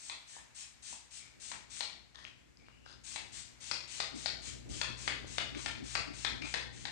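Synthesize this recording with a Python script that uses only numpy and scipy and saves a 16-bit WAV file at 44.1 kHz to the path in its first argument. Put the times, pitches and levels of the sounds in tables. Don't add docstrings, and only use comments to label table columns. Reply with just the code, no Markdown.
import sys
import numpy as np
from scipy import signal
from scipy.fft import rfft, irfft
from scipy.io import wavfile

SR = 44100
rng = np.random.default_rng(int(sys.argv[2]) if len(sys.argv) > 2 else 0)


def transcribe(signal):
    frames = np.atleast_2d(signal).T
    limited = np.clip(frames, -1, 1)
    pcm = np.round(limited * 32767).astype(np.int16)
    wavfile.write(sys.argv[1], SR, pcm)


N = 304731
TIME_S = np.arange(N) / SR
HZ = np.fft.rfftfreq(4096, 1 / SR)

# (start [s], mist level [dB])
PRESSES = [(-.03, -49.5), (0.266, -52), (0.545, -46.5), (.821, -46), (1.105, -48), (1.397, -47),
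           (1.695, -46), (3.035, -46), (3.318, -46), (3.601, -46.5), (3.874, -46), (4.146, -47),
           (4.417, -45), (4.688, -46), (4.969, -46.5), (5.264, -48.5), (5.567, -47.5), (5.835, -46.5),
           (6.13, -48), (6.441, -49.5), (6.723, -53)]
# (frequency [Hz], level [dB])
MIST_SPECTRUM = [(300, -56), (800, -8.5), (1500, -5.5), (2300, -3), (3000, -1.5), (4200, -0.5), (5200, -2),
                 (6500, 0.5), (7500, 0.5), (8400, -4), (9200, -9.5), (10200, -21), (10800, -35.5),
                 (13000, -102)]
# (time [s], brightness [dB/octave])
NOZZLE_AIM = [(0, 3), (3.1, 1.8), (4.1, 0.9), (6.9, 0.5)]
# (time [s], level [dB], body knock [Hz], cap pitch [Hz], cap ring [dB])
PLUNGER_STOPS = [(0.0977, -37, 1020, 3870, 16.5), (0.3668, -52.5, 935, 3900, 8),
                 (0.9285, -51, 930, 3960, 1), (1.517, -31, 980, 3020, -8), (1.8077, -27.3, 880, 4240, 12.5),
                 (3.1604, -32.5, 890, 4070, 9), (3.7133, -22.5, 1300, 4800, 9.5),
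                 (4.0025, -23.5, 750, 4300, 10), (4.2598, -25, 734, 4370, 14),
                 (4.8144, -19.5, 1015, 4040, 4), (5.078, -19.5, 1220, 3230, 3),
                 (5.383, -20.5, 700, 3600, 3.5), (5.661, -23.5, 837, 3250, 8), (5.9527, -20, 840, 4450, 4),
                 (6.2484, -22, 873, 4100, 9), (6.5408, -20, 850, 3760, 3.5), (6.8538, -30, 880, 4000, 9)]
# (frequency [Hz], level [dB])
PLASTIC_SPECTRUM = [(200, -13.5), (500, -5), (1400, 5.5), (2200, -13.5), (3200, 3.5), (5000, 1), (5800, -5),
                    (6500, -3), (7400, -12), (8600, -11), (9400, -21), (10200, -21), (11000, -78),
                    (13000, -54)]
# (time [s], pitch [Hz], ring [dB])
SHELL_RING = [(0, 2220, 15.5), (1.5, 2150, 6), (3.1, 2320, 17.5), (3.7, 2130, 8.5), (5.4, 2110, 7.5),
              (6, 1820, 12), (6.9, 1980, 12)]
# (time [s], level [dB], pitch [Hz])
FINGER_TAPS = [(1.77, -37, 1840), (2.157, -34.5, 3850), (2.188, -41, 1650), (2.251, -29, 2720),
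               (2.313, -51, 2870), (2.572, -43.5, 5000), (2.685, -41, 1210), (2.863, -37.5, 1300),
               (5.246, -36, 601), (5.549, -30.5, 2330), (6.4235, -27, 2390)]
# (start [s], length [s], level [dB], pitch [Hz], ring [dB])
HAND_RUBS = [(0.328, 0.047, -57.5, 1730, 23), (1.197, 0.079, -60, 2280, 17),
             (2.145, 0.13, -55.5, 1820, 11.5), (2.59, 0.11, -67, 2340, 18), (2.661, 0.27, -68, 2830, 26),
             (2.85, 0.1, -65.5, 5050, 18), (2.857, 0.069, -55, 1530, 9), (5.542, .052, -47, 2350, 8.5),
             (6.418, .047, -41.5, 2370, 17)]
# (time [s], level [dB])
HAND_BUMPS = [(4.167, -40), (5.575, -38), (5.836, -42), (6.099, -40.5), (6.43, -37.5)]
# (frequency [Hz], level [dB], phase between channels [rad])
HUM_PARTIALS = [(58.6, -0.5, 1.54), (121, 2.5, 2.21)]
# (frequency [Hz], level [dB])
RUMBLE_SPECTRUM = [(22, -42), (42, -4), (60, 1.5), (95, -1.5), (160, -4.5), (280, -4.5), (420, -12.5),
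                   (800, -23), (2000, -82)]
# (time [s], level [dB])
LOW_SWELL_DB = [(0, -22.5), (1.5, -16.5), (2.7, -16), (4.1, -9), (4.55, 0.5), (5.8, 0), (6.9, -3)]
# (frequency [Hz], level [dB])
AIR_SPECTRUM = [(200, -24), (600, -1.5), (1500, 3.5), (2300, 7), (3200, -1), (5000, 0.5), (8000, -2),
                (10000, -15.5), (11500, -15), (13500, -25)]
# (time [s], level [dB])
AIR_LEVEL_DB = [(0, -63), (2.6, -68.5), (3.6, -62.5), (6.3, -64.5), (6.9, -72)]
# (frequency [Hz], t60 [s])
ROOM_T60 = [(200, 0.89), (600, 0.58), (1400, 0.54), (2400, 0.51), (4200, 0.53), (8000, 0.39), (12000, 0.44)]
# (frequency [Hz], level [dB])
TAIL_COLOUR = [(300, 2), (800, -3.5), (1400, -2.5), (2300, 3), (4200, 1), (8000, 1)]
# (delay [s], level [dB])
WALL_ECHOES = [(.0125, -15.5), (0.0205, -24.5), (.0255, -18), (.031, -12), (0.037, -22)]
# (time [s], right over left [dB])
BOTTLE_SWING = [(0, 7), (.6, 4.5), (1.5, 1), (3, 0), (4.1, 0), (6.9, 0)]
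# (frequency [Hz], gain [dB])
RIGHT_RESPONSE = [(40, 0.5), (120, -9.5), (250, -2.5), (600, -0.5), (1200, -6.5), (2300, -9), (3400, -9),
                  (4600, -15), (6500, -8.5), (7600, -7.5), (8600, -18), (10000, -5)]

STROKE_MAX_S, SHORT_STROKE_S = 0.15, 0.084
OVERRUN_S, OPENING_DB = 0.0077, -8
REBOUND_S, REBOUND_SPREAD_S, REBOUND_DB = 0.0065, 0.0008, -11.5
THUD_DB, THUD_GROWTH = -20, 0.34
TAP_RING_DB, RUB_WIDTH_HZ, BUMP_HZ = 22.5, 156, 293
HUM_DB, RUMBLE_DB = -52.5, -51.5
RUMBLE_FOLLOWS = 0.79
AIR_RIGHT_DB = 5.5
EDGE_HZ = 13760


def amp(db):
    return 10 ** (np.asarray(db) / 20)


def unit(x):
    return x / np.sqrt(np.mean(x ** 2) + 1e-20)


def read(points, hz):
    point_hz, value = np.transpose(points)
    return np.interp(np.log(hz + 1), np.log(point_hz + 1), value)


def track(points, time_s):
    return np.interp(time_s, *np.transpose(points))


def add(mix, time_s, sound):
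    start = round(time_s * SR)
    sound = sound[max(-start, 0):]
    part = mix[max(start, 0):][:len(sound)]
    part += sound[:len(part)]


def causal(db):
    mirrored_db = np.concatenate([db, db[-2:0:-1]])
    log_spectrum = np.conj(signal.hilbert(np.log(amp(mirrored_db))))
    return np.fft.ifft(np.exp(log_spectrum)).real[:len(HZ)]


def noise(db, size):
    colour = np.interp(np.fft.rfftfreq(size, 1 / SR), HZ, amp(db))
    white = rng.standard_normal(size)
    return unit(irfft(rfft(white) * colour, size))


def noise_pair(spectrum, likeness):
    left = noise(read(spectrum, HZ), N)
    other = noise(read(spectrum, HZ), N)
    return np.array([left, likeness * left + np.sqrt(1 - likeness ** 2) * other])


def wander(knots_per_s, size):
    knots = rng.standard_normal(4096)
    return np.interp(np.arange(size) / SR * knots_per_s, np.arange(len(knots)), knots)


def background(hum_waver_db=1.5, rumble_waver_db=3.4, air_waver_db=0.7, drift_rad=0.92):
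    swell_db = track(LOW_SWELL_DB, TIME_S)
    rumble_db = RUMBLE_DB + RUMBLE_FOLLOWS * swell_db + rumble_waver_db * wander(21, N)
    out = amp(rumble_db) * noise_pair(RUMBLE_SPECTRUM, likeness=-0.59)

    air_db = track(AIR_LEVEL_DB, TIME_S) + air_waver_db * wander(20, N)
    channel_gain = amp([[0], [AIR_RIGHT_DB]])
    out += amp(air_db) * channel_gain * noise_pair(AIR_SPECTRUM, likeness=0.05)

    for hz, db, apart_rad in HUM_PARTIALS:
        phase = 2 * np.pi * hz * TIME_S + drift_rad * wander(4.3, N)
        level_db = HUM_DB + swell_db + db + hum_waver_db * wander(16, N)
        out += amp(level_db) * np.sin([phase, phase + apart_rad])
    return out


def jet_length_s(start):
    for stop, *_ in PLUNGER_STOPS:
        if 0 < stop - start < STROKE_MAX_S:
            return stop - start + OVERRUN_S
    return SHORT_STROKE_S


def squirts(level_db, rise_s=0.015, fall_s=0.0046, sputter_db=1.3):
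    out = np.zeros(N)
    t = np.arange(SR // 4) / SR
    whistle = 2.5 / (1 + ((HZ - 8350) / 300) ** 2)
    octaves = np.log2((HZ + 100) / 5000)
    for start, db in PRESSES:
        pressure = (1 - np.exp(-t / 0.003)) * amp(OPENING_DB * np.exp(-t / rise_s))
        pressure *= np.exp(-np.maximum(t - jet_length_s(start), 0) / fall_s)
        tilt = track(NOZZLE_AIM, start)
        hiss = noise(read(MIST_SPECTRUM, HZ) + tilt * (octaves + whistle), len(t))
        sputter = sputter_db * wander(495.6, len(t))
        add(out, start, amp(db + level_db + sputter) * pressure * hiss)
    return out


def bottle_db(modes):
    power = amp(read(PLASTIC_SPECTRUM, HZ)) ** 2
    for hz, width_hz, db in modes:
        offset = (HZ - hz) / width_hz
        peak = amp(db) / (1 + offset ** 2) / (1 + (offset / 4) ** 2)
        power = power + peak ** 2
    return 10 * np.log10(power)


def contact(scrape, decay_s, even=0.2):
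    t = np.arange(1024) / SR
    chatter = rng.standard_normal(len(t)) * np.exp(-t / decay_s)
    force = scrape * chatter / np.linalg.norm(chatter)
    force[0] += 1
    spectrum = rfft(force, 2 * len(t))
    force = irfft(spectrum / abs(spectrum) ** even)[:len(t)]
    return force / np.linalg.norm(force)


def clacks(level_db, shell_width_hz=600, cap_width_hz=800, pair_ratio=0.94, pair_db=-4):
    out = np.zeros(N)
    grip_s, shell_hz, shell_db = np.transpose(SHELL_RING)
    for time_s, db, _, cap_hz, cap_db in PLUNGER_STOPS:
        shell_pitch_hz = np.interp(time_s, grip_s, shell_hz)
        shell_ring_db = np.interp(time_s, grip_s, shell_db)
        modes = [(shell_pitch_hz, shell_width_hz, shell_ring_db),
                 (cap_hz, cap_width_hz, cap_db),
                 (cap_hz * pair_ratio, cap_width_hz, cap_db + pair_db)]
        ring = amp(db + level_db) * causal(bottle_db(modes))
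        blow = contact(scrape=1.35, decay_s=0.005)
        rattle = contact(scrape=1.6, decay_s=0.003)
        rebound_s = time_s + REBOUND_S + REBOUND_SPREAD_S * rng.standard_normal()
        add(out, time_s, signal.fftconvolve(blow, ring))
        add(out, rebound_s, amp(REBOUND_DB) * signal.fftconvolve(rattle, ring))
    return out


def thuds(swell_s=0.00088, rebound_db=-13):
    out = np.zeros(N)
    t = np.arange(1024) / SR
    envelope = t / swell_s * np.exp(1 - t / swell_s)
    for time_s, db, knock_hz, *_ in PLUNGER_STOPS:
        knock = amp(THUD_DB + THUD_GROWTH * db) * envelope * np.sin(2 * np.pi * knock_hz * t)
        add(out, time_s - swell_s, knock)
        add(out, time_s + REBOUND_S, amp(rebound_db) * knock)
    return out


def handling(tap_db=4, tap_width_hz=600, grain_db=4):
    out = np.zeros(N)
    for time_s, db, hz in FINGER_TAPS:
        ring = causal(bottle_db([(hz, tap_width_hz, TAP_RING_DB)]))
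        touch = contact(scrape=0.35, decay_s=0.003)
        add(out, time_s, amp(db + tap_db) * signal.fftconvolve(touch, ring))

    t = np.arange(SR // 4) / SR
    for start, length_s, db, hz, ring_db in HAND_RUBS:
        stroke = (1 - np.exp(-t / 0.0011)) * np.exp(-np.maximum(t - length_s, 0) / 0.019)
        friction = noise(bottle_db([(hz, RUB_WIDTH_HZ, ring_db)]), len(t))
        grain = grain_db * wander(348.6, len(t))
        add(out, start, stroke * amp(db + grain) * friction)
    return out


def bumps(level_db=-2, width_hz=55):
    out = np.zeros(N)
    t = np.arange(SR // 4) / SR
    middle_s = t.mean()
    push = np.exp(-((t - middle_s) / 0.03) ** 2)
    spectrum_db = -20 * np.log10(1 + ((HZ - BUMP_HZ) / width_hz) ** 2)
    for time_s, db in HAND_BUMPS:
        add(out, time_s - middle_s, amp(db + level_db) * push * noise(spectrum_db, len(t)))
    return np.array([out, -0.6 * out])


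def room_tail(build_s=0.012):
    reflections = rng.choice([-1., 1.], SR) * (rng.random(SR) < 4000 / SR)
    hz, t, bands = signal.stft(reflections, SR, nperseg=256)
    fade_db = read(TAIL_COLOUR, hz)[:, None] - 60 * t / read(ROOM_T60, hz)[:, None]
    tail = signal.istft(bands * amp(fade_db), SR, nperseg=256)[1][:SR]
    tail *= 1 - np.exp(-(np.arange(SR) / SR / build_s) ** 2)
    return tail / np.linalg.norm(tail)


def in_room(x, wet_db, echo_db, right_direct_db, places=6):
    early = np.zeros((2, SR // 10))
    for side in early:
        for delay_s, db in WALL_ECHOES:
            add(side, delay_s + rng.uniform(-0.0004, 0.00056), amp([db + echo_db]))
    early[0, 0] += 1
    out = signal.oaconvolve(x[None], early, axes=1)[:, :N]
    out[1] += amp(right_direct_db) * np.roll(x, -21)

    for k in range(places):
        away = abs((TIME_S * 3 + k) % places - places / 2)
        place_gain = np.sqrt(np.maximum(1 - away, 0))
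        tails = np.array([room_tail(), room_tail()])
        out += amp(wet_db) * signal.oaconvolve((x * place_gain)[None], tails, axes=1)[:, :N]
    return out


def scene():
    mist = in_room(squirts(level_db=1.0), wet_db=0, echo_db=-0.5, right_direct_db=-4.5)
    pump = in_room(clacks(level_db=19.5), wet_db=0.5, echo_db=-4.5, right_direct_db=-7)
    body = in_room(thuds(), wet_db=-3.0, echo_db=-2, right_direct_db=-6.5)
    fingers = in_room(handling(), wet_db=-4, echo_db=-3, right_direct_db=-4)
    swing_db = track(BOTTLE_SWING, TIME_S)
    pan = amp(np.outer([-0.25, 0.75], swing_db))
    return pan * (mist + pump + body + fingers) + bumps() + background()


def record(dry):
    right = signal.oaconvolve(dry[1], causal(read(RIGHT_RESPONSE, HZ)))[:N]
    lowpass = signal.firwin(255, EDGE_HZ, window=("kaiser", 8), fs=SR)
    return signal.oaconvolve(np.array([dry[0], right]), lowpass[None], "same", axes=1)


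dry = scene()
out = record(dry)
transcribe(out)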